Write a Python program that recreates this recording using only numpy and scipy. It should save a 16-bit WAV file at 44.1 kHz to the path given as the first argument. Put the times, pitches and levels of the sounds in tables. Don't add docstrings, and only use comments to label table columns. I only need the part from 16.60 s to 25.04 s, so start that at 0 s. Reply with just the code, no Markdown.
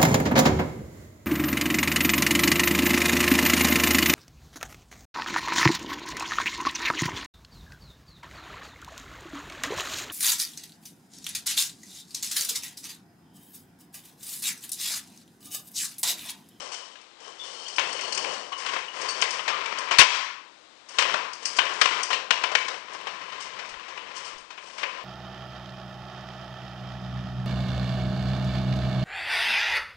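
import sys
import numpy as np
from scipy import signal
from scipy.io import wavfile
from scipy.ndimage import uniform_filter1d

SR = 44100
rng = np.random.default_rng(int(sys.argv[2]) if len(sys.argv) > 2 else 0)


def file_out(sig):
    cols = np.atleast_2d(sig).T
    lim = np.clip(cols, -1, 1)
    pcm = np.round(lim * 32767).astype(np.int16)
    wavfile.write(sys.argv[1], SR, pcm)


N = 372204
TIME = np.arange(N) / SR

# pitch_hz, width_hz, boost_db
FRAME_MODES = [(545, 220, 2.5), (1032, 106, 14), (1850, 740, -3), (2160, 1700, 5.5), (3054, 230, 7.5),
               (4520, 97, 5), (5430, 57, 7.5)]
TICK_MODES = [(4800, 720, 6.5), (5400, 190, 5.3), (5800, 43, 11), (6600, 190, 3.7), (8200, 78, 14),
              (9580, 170, 13.3)]
# frequency_hz, gain_db
KNOCK_SPECTRUM = [(40, -41.5), (130, -18.5), (220, -15.5), (500, -1), (700, 0), (1000, -0.5), (2600, 8.5),
                  (4000, -1), (6000, -3), (8500, -14.5), (10200, -30), (11500, -52)]
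TICK_SPECTRUM = [(500, -26), (3000, 7.5), (3800, -13.5), (4700, 6), (6500, 5), (8600, -5.5), (10300, -21),
                 (11500, -50)]


def amp(db):
    return 10 ** (np.asarray(db) / 20)


def unit(x):
    return x / np.sqrt(np.mean(x ** 2) + 1e-20)


def read(points, hz):
    f, value = np.transpose(points)
    return np.interp(np.log(hz + 1), np.log(f + 1), value)


def add(mix, start_s, sound):
    part = mix[max(round(start_s * SR), 0):][:len(sound)]
    part += sound[:len(part)]


def at_peak(x, db, size=256):
    return amp(db) * x / np.sqrt(uniform_filter1d(x ** 2, size).max() + 1e-20)


def body(spectrum, modes=(), size=4096):
    hz = abs(np.fft.fftfreq(size, 1 / SR))
    peaks = sum((amp(db) ** 2 - 1) / (1 + (2 * (hz - f) / width) ** 2) for f, width, db in modes)
    gain = amp(read(spectrum, hz)) * np.sqrt(np.maximum(1 + peaks, 0.1))
    return np.fft.ifft(np.exp(np.conj(signal.hilbert(np.log(gain))))).real


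def ring(x, response):
    return signal.oaconvolve(x, response)[:len(x)]


def resonate(x, hz, width_hz):
    carrier = np.exp(2j * np.pi * np.cumsum(hz * np.ones(len(x))) / SR)
    pole = np.exp(-np.pi * width_hz / SR)
    return 2 * (carrier * signal.lfilter([1 - pole], [1, -pole], x / carrier)).real


def wander(per_s):
    knots = rng.standard_normal(N // 20)
    return unit(np.interp(TIME * per_s, np.arange(len(knots)), knots))


def contacts(per_s, spread_db):
    strength = amp(spread_db * np.minimum(rng.exponential(1, N), 4)) * rng.choice([-1, 1], N)
    return strength * (rng.random(N) < per_s / SR)


def chatter(t60, press_s=0.0051, softness=0.014, size=8192):
    t = np.arange(size) / SR
    onset = 1 - np.exp(-t / (softness * t60))
    decay = amp(-60 * np.maximum(t - press_s, 0) / t60)
    return rng.standard_normal(size) * onset * decay


def taps(part, per_s, spread_db, t60):
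    out = np.zeros(N)
    for beat, (late, strength) in enumerate(rng.random((400, 2))[:int(N / SR * per_s)]):
        tap = ring(chatter(t60, size=4096), part)
        add(out, (beat + late) / per_s, at_peak(tap, spread_db * (2 * strength - 1)))
    return out


def room_tone():
    hiss_spectrum = [(18, -54), (30, -26), (108, -24.5), (304, -10.5), (335, -8.5), (370, -11), (1070, -10),
                     (1790, -13.5), (3230, -13), (3840, -12.5), (4670, -17), (8040, -25), (10800, -45),
                     (14000, -85), (22000, -120)]
    hum_tones = [(339.1, -74)]
    hiss = unit(ring(rng.standard_normal(N), body(hiss_spectrum)))
    hum = sum(amp(db) * np.sqrt(2) * np.sin(2 * np.pi * hz * TIME) for hz, db in hum_tones)
    return amp(-50) * hiss + hum


def microphone_rumble():
    restlessness = [(0, -92), (3.0, -82), (4.0, -102), (6.5, -99), (7.3, -77), (8.44, -77)]
    thumps = [(0.45, -78, .15), (3.35, -53, 0.15), (5.18, -51, .08), (7.08, -57, .15), (7.7, -59, .17),
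              (8.33, -67, .16)]
    low_end = body([(10, 2), (30, -1), (70, -3), (200, -42), (800, -67)])
    rumble = unit(ring(rng.standard_normal(N), low_end))
    envelope = amp(np.interp(TIME, *np.transpose(restlessness)))
    for start_s, db, length_s in thumps:
        add(envelope, start_s, amp(db) * np.hanning(round(length_s * SR)))
    return envelope * rumble


def reflections(build_s=0.0045, echoes_per_s=4000):
    decay_times = [(100, 0.71), (500, 0.4), (1000, 0.58), (3000, 0.49), (6000, 0.44), (10000, 0.34)]
    echoes = rng.standard_normal(SR) * (rng.random(SR) < echoes_per_s / SR)
    hz, t, bands = signal.stft(echoes, SR, nperseg=256)
    decay = amp(-60 * t / read(decay_times, hz)[:, None])
    tail = signal.istft(bands * decay, SR, nperseg=256)[1][:SR]
    tail *= 1 - np.exp(-np.arange(SR) / SR / build_s)
    return tail / np.linalg.norm(tail)


def kitchen_reverb(levels, wet_db, walls=3):
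    tails = sum(ring(stroller(levels, roll_db=-0.5), reflections()) for _ in range(walls))
    return amp(wet_db) * tails / np.sqrt(walls)


def squeaks(gain_db, waver=0.029):
    chirps = [(0.789, 0.044, 3500, -46), (1.063, 0.011, 3150, -44.5), (1.524, 0.01, 4420, -36),
              (1.917, 0.017, 1090, -38), (1.925, 0.017, 2970, -40.5), (2.281, 0.011, 2970, -42.5),
              (2.48, 0.03, 4530, -38), (2.914, 0.061, 1198, -42), (5.516, 0.028, 4130, -40)]
    out, drift = np.zeros(N), wander(per_s=860)
    for start_s, length_s, hz, db in chirps:
        bend = 1 + waver * drift[round(start_s * SR):][:round(length_s * SR)]
        tone = np.sin(2 * np.pi * np.cumsum(hz * bend) / SR)
        add(out, start_s, amp(db) * tone * signal.windows.tukey(len(bend), 0.6))
    return amp(gain_db) * out


def ticks(gain_db):
    clicks = [(0.124, -40, 0.14), (0.4127, -50, 0.04), (1.081, -33, 0.042), (1.1603, -32, 0.056),
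              (1.327, -30.5, 0.027), (1.409, -30, 0.037), (1.5233, -25.5, 0.032), (1.5474, -27, 0.034),
              (1.5747, -23, 0.028), (1.9764, -37, 0.28), (2.413, -31.5, 0.058), (2.4856, -28, 0.11),
              (2.6146, -21, 0.019), (2.706, -25, 0.032), (3.1852, -29.5, .025), (4.287, -40, 0.055),
              (4.732, -32, 0.026), (4.853, -19.5, 0.046), (4.964, -28, 0.094), (5.136, -34, 0.044),
              (5.4307, -20, 0.016), (6.331, -41, 0.074), (7.09, -41, 0.063), (7.7808, -43.5, 0.043)]
    out, part = np.zeros(N), body(TICK_SPECTRUM, TICK_MODES)
    for start_s, db, t60 in clicks:
        add(out, start_s, at_peak(ring(chatter(t60), part), db))
    return amp(gain_db) * out


def rolling_levels(rise_s=0.065, swell_db_per_s=1.5, coast_db_per_s=93.5):
    shoves = [(-0.1, 0.092, -40, -42, -39.5), (0.075, 0.081, -48.5, -49, -44),
              (0.575, 0.14, -51, -52.5, -52.5), (0.779, 0.46, -51, -63, -45.5),
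              (1.15, 0.34, -40.5, -40.5, -42), (1.475, .27, -38.5, -40.5, -41.5),
              (1.943, 0.23, -43.5, -36.5, -45), (2.307, .44, -41.5, -36, -42), (2.808, 0.64, -43, -34, -55),
              (4.273, .06, -48.5, -41, -45), (4.358, 0.15, -34, -27, -41.5), (4.768, 0.35, -46, -41.5, -45),
              (4.945, 0.14, -38.5, -31.5, -54), (5.157, 0.18, -37, -27, -39), (5.471, 0.046, -35, -42, -51),
              (5.716, 0.42, -45, -39.5, -52.5), (6.234, 0.84, -50, -42, -58.5),
              (7.028, 0.67, -52, -44, -63), (7.968, 0.27, -52.5, -50, -53),
              (8.135, 0.25, -47.5, -41.5, -64)]
    skids = [(0.117, 0.043, -37.5), (0.598, 0.041, -53), (0.78, .04, -53), (0.832, .04, -49),
             (6.802, 0.031, -34), (7.549, 0.062, -38.5), (7.646, 0.052, -40)]
    levels = np.zeros((3, N))
    for start_s, length_s, *dbs in shoves:
        t = TIME - start_s
        swell_db = swell_db_per_s * np.clip(t, 0, length_s)
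        coast_db = coast_db_per_s * np.maximum(t - length_s, 0)
        speed = np.clip(t / rise_s, 0, 1) * amp(swell_db - coast_db)
        levels = np.maximum(levels, amp(dbs)[:, None] * speed)
    for start_s, length_s, db in skids:
        slide = np.interp(TIME - start_s, [0, 0.005, length_s / 2, length_s], [0, 1, 0.7, 0])
        levels[2] += amp(db) * slide
    return levels


def wheel_song(scrub_gain, gain_db, width_hz=190, upper_hz=4400, flutter_db=5):
    first_turn = [(0.0, -6, 3014), (1.1, -2, 3060), (1.45, -2, 3000), (1.85, -4.5, 2910), (2.3, -25, 3020)]
    time_s, db, hz = np.transpose(first_turn)
    slips = rng.standard_normal(N) * amp(2 * wander(per_s=100) + flutter_db * wander(per_s=25))
    lower, upper = (unit(resonate(resonate(slips, pitch, width_hz), pitch, width_hz))
                    for pitch in (np.interp(TIME, time_s, hz), upper_hz))
    upper_db = np.interp(TIME, [0.78, 0.88], [-13, -4])
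    turn_db = np.interp(TIME, time_s, db, right=-120)
    return scrub_gain * amp(gain_db + turn_db) * (lower + amp(upper_db) * upper)


def wheel_wobble(levels, knock_db, tick_db):
    _, rattle_gain, scrub_gain = levels
    hollow_mode = (1060, 300, 10)
    floor_db = np.interp(TIME, [6.0, 6.3], [0, 1])
    knocking = taps(body(KNOCK_SPECTRUM, FRAME_MODES + [hollow_mode]), per_s=14, spread_db=0.5, t60=0.042)
    ticking = taps(body(TICK_SPECTRUM, TICK_MODES), per_s=11, spread_db=-1, t60=0.03)
    return amp(knock_db + floor_db) * rattle_gain * knocking + amp(tick_db) * scrub_gain * ticking


def wheels(levels):
    # frequency_hz, gain_db
    rumble_spectrum = [(40, -57), (110, -17.5), (200, -10), (330, -4), (480, 5), (720, 1), (1100, 1),
                       (2500, -42.5)]
    board_spectrum = [(40, -17.5), (75, -5.5), (120, -0.5), (210, 7), (300, -4), (600, -41)]
    rattle_spectrum = [(150, -22.5), (500, -31.5), (900, 2.5), (1200, 7), (2300, 5.5), (3200, 1), (3900, 1),
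                       (5500, -3), (8000, -14.5), (11000, -46)]
    scrub_spectrum = [(200, -28.5), (900, -2.5), (2000, -0.5), (3700, -2), (5000, 0.5), (7000, -0.5),
                      (8800, -6), (10200, -21), (11500, -47.5)]
    wheel_modes = [(1006, 310, 10), (3030, 240, 11.4), (4470, 220, 7.2), (5120, 140, 8.6), (5660, 250, 7.9),
                   (6430, 210, 3), (8260, 460, 1.8)]
    board_share = [(5.5, -38), (6.0, -17.5), (6.6, -11.5), (8.44, -14)]
    rumble_gain, rattle_gain, scrub_gain = levels
    jolts = wander(per_s=70)
    bumps = contacts(per_s=2200, spread_db=1) * amp(2.5 * jolts)
    boom = amp(np.interp(TIME, *np.transpose(board_share))) * unit(ring(bumps, body(board_spectrum)))
    rumble = unit(ring(bumps, body(rumble_spectrum))) + boom
    shakes = contacts(per_s=1000, spread_db=2) * amp(2.04 * jolts)
    rattle = unit(ring(shakes, body(rattle_spectrum, FRAME_MODES)))
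    slips = contacts(per_s=4000, spread_db=3) * amp(jolts + 2 * wander(per_s=160))
    scrub = unit(ring(slips, body(scrub_spectrum, wheel_modes)))
    return amp(4.5) * (rumble_gain * rumble + rattle_gain * rattle) + amp(7) * scrub_gain * scrub


def knocks(gain_db, mode_db=10, mode_width_hz=300):
    # start_s, mid_db, thud_re_mid_db, crack_re_mid_db, t60_s, mode_hz
    blows = [(0.3536, -40.5, -10, -13, 0.058, 3560), (1.1823, -13, -7, -15, 0.035, 2660),
             (1.1935, -22, -1, 0, 0.017, 3050), (1.3896, -29, -13, -26, 0.085, 2900),
             (1.575, -27, -7.5, -26, .04, 2920), (1.643, -23.5, -5, -26, 0.026, 2360),
             (1.9199, -32.5, -3.5, -7, 0.11, 1090), (2.0615, -24, -9, -4.5, 0.068, 2900),
             (2.0857, -27, -7, -10.5, 0.075, 2860), (2.133, -24.5, -3, -9.5, 0.077, 2320),
             (2.1614, -25, -2.5, -25, 0.052, 2220), (2.6217, -12.5, -9.5, -5.5, 0.033, 2220),
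             (2.792, -25.5, -4, -18, 0.048, 1220), (2.8775, -18.5, -6.5, -8.5, 0.11, 1170),
             (2.8996, -29, 2.5, -18, .085, 1030), (3.0585, -24.5, -25, -6, 0.032, 2250),
             (3.309, -16, -6, -9, 0.2, 1030), (3.3844, 0.5, -16.5, -4.5, 0.076, 2620),
             (3.389, -1, -7.5, -2, 0.33, 3230), (3.398, -1.5, -14, -5.5, 0.14, 2700),
             (3.411, 3, -7, -12.5, 0.16, 2220), (3.544, -14, -14, -4.5, 0.11, 2400),
             (4.384, -10, -11, -5, 0.1, 2740), (4.4201, -12, -8, -9, 0.066, 2950),
             (4.5402, -15.5, -1, -12, .028, 1050), (4.9857, -9, -5.5, -12.5, 0.05, 2970),
             (5.213, -6.5, -9, -6.5, 0.05, 1160), (5.2567, -7.5, -7, -9, 0.021, 1100),
             (5.5024, -20.5, -3, -9, 0.091, 1140), (5.5282, -16, -10, -7, 0.11, 2760),
             (5.7066, -8, -7, -8, 0.021, 2990), (5.836, -15.5, -5.5, -11, 0.056, 1005),
             (5.916, -28, 2.5, -6, 0.043, 1040), (5.9512, -8.5, -9, -10, .025, 2300),
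             (6.0814, -24.5, -2.5, -3, .037, 2080), (6.3451, -42, 6.5, -4, 0.054, 1050),
             (6.4678, -26.5, -3, -11.5, 0.072, 1030), (6.7201, -35, -2, -10, 0.11, 1170),
             (6.9876, -29.5, -6, -10, 0.073, 2520), (7.1374, -36.5, -2, -19, 0.053, 1130),
             (7.2813, -34.5, -6, -7.5, 0.11, 2500), (7.375, -31, -4.5, -15, 0.028, 1050),
             (7.9029, -32, -6, -8.5, 0.067, 2480), (7.9747, -35.5, -5, -14, 0.1, 2360),
             (8.1787, -30.5, -8, -6.5, 0.17, 1030), (8.2305, -20.5, -5.5, -19, 0.062, 2200)]
    bands = [signal.butter(3, edge_hz, kind, fs=SR, output="sos")
             for edge_hz, kind in [(1500, "low"), ((1500, 4000), "band"), (4000, "high")]]
    out = np.zeros(N)
    for start_s, db, thud_db, crack_db, t60, hz in blows:
        frame = body(KNOCK_SPECTRUM, FRAME_MODES + [(hz, mode_width_hz, mode_db)])
        blow = ring(chatter(t60), frame)
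        thud, mid, crack = (signal.sosfilt(band, blow) for band in bands)
        add(out, start_s, at_peak(thud, db + thud_db) + at_peak(mid, db) + at_peak(crack, db + crack_db))
    return amp(gain_db) * out


def stroller(levels, roll_db):
    rolling = wheels(levels) + wheel_wobble(levels, knock_db=6, tick_db=1.5)
    rolling += wheel_song(scrub_gain=levels[2], gain_db=5.5)
    return amp(roll_db) * rolling + knocks(gain_db=2.5) + ticks(gain_db=1.5) + squeaks(gain_db=14)


def scene():
    levels = rolling_levels()
    direct = stroller(levels, roll_db=-4)
    left = direct + kitchen_reverb(levels, wet_db=-3.5) + room_tone() + microphone_rumble()
    return np.array([left, np.zeros(N)])


def gain_control(x, limit_db, attack_s, recover_s, size=44):
    peaks_db = 20 * np.log10(np.maximum.reduceat(abs(x), np.arange(0, N, size)) + 1e-9)
    step_s, duck_db, ducks = size / SR, 0.0, []
    for peak_db in peaks_db:
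        over_db = min(peak_db - duck_db, 0) - limit_db
        if over_db > 0:
            duck_db += over_db * step_s / attack_s
        else:
            duck_db *= np.exp(-step_s / recover_s)
        ducks.append(duck_db)
    return x / amp(np.interp(TIME, (np.arange(len(ducks)) + 1) * step_s, ducks))


def record(dry, bass_hz=150, bass_loss=0.21, edge_hz=10700, top_hz=16000):
    held = gain_control(dry[0], limit_db=-14.5, attack_s=0.049, recover_s=0.098)
    overloaded = np.clip(held, -1, 1)
    bass = signal.filtfilt(*signal.butter(2, bass_hz, fs=SR), overloaded)
    band_limit = signal.firwin(129, edge_hz, window=("kaiser", 8), fs=SR)
    narrow = signal.oaconvolve(overloaded - bass_loss * bass, band_limit, "same")
    top_cut = signal.firwin(255, top_hz, window=("kaiser", 9), fs=SR)
    left = signal.oaconvolve(np.clip(narrow, -1, 1), top_cut, "same")
    return np.array([np.clip(left, -1, 1), dry[1]])


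dry = scene()
out = record(dry)
file_out(out)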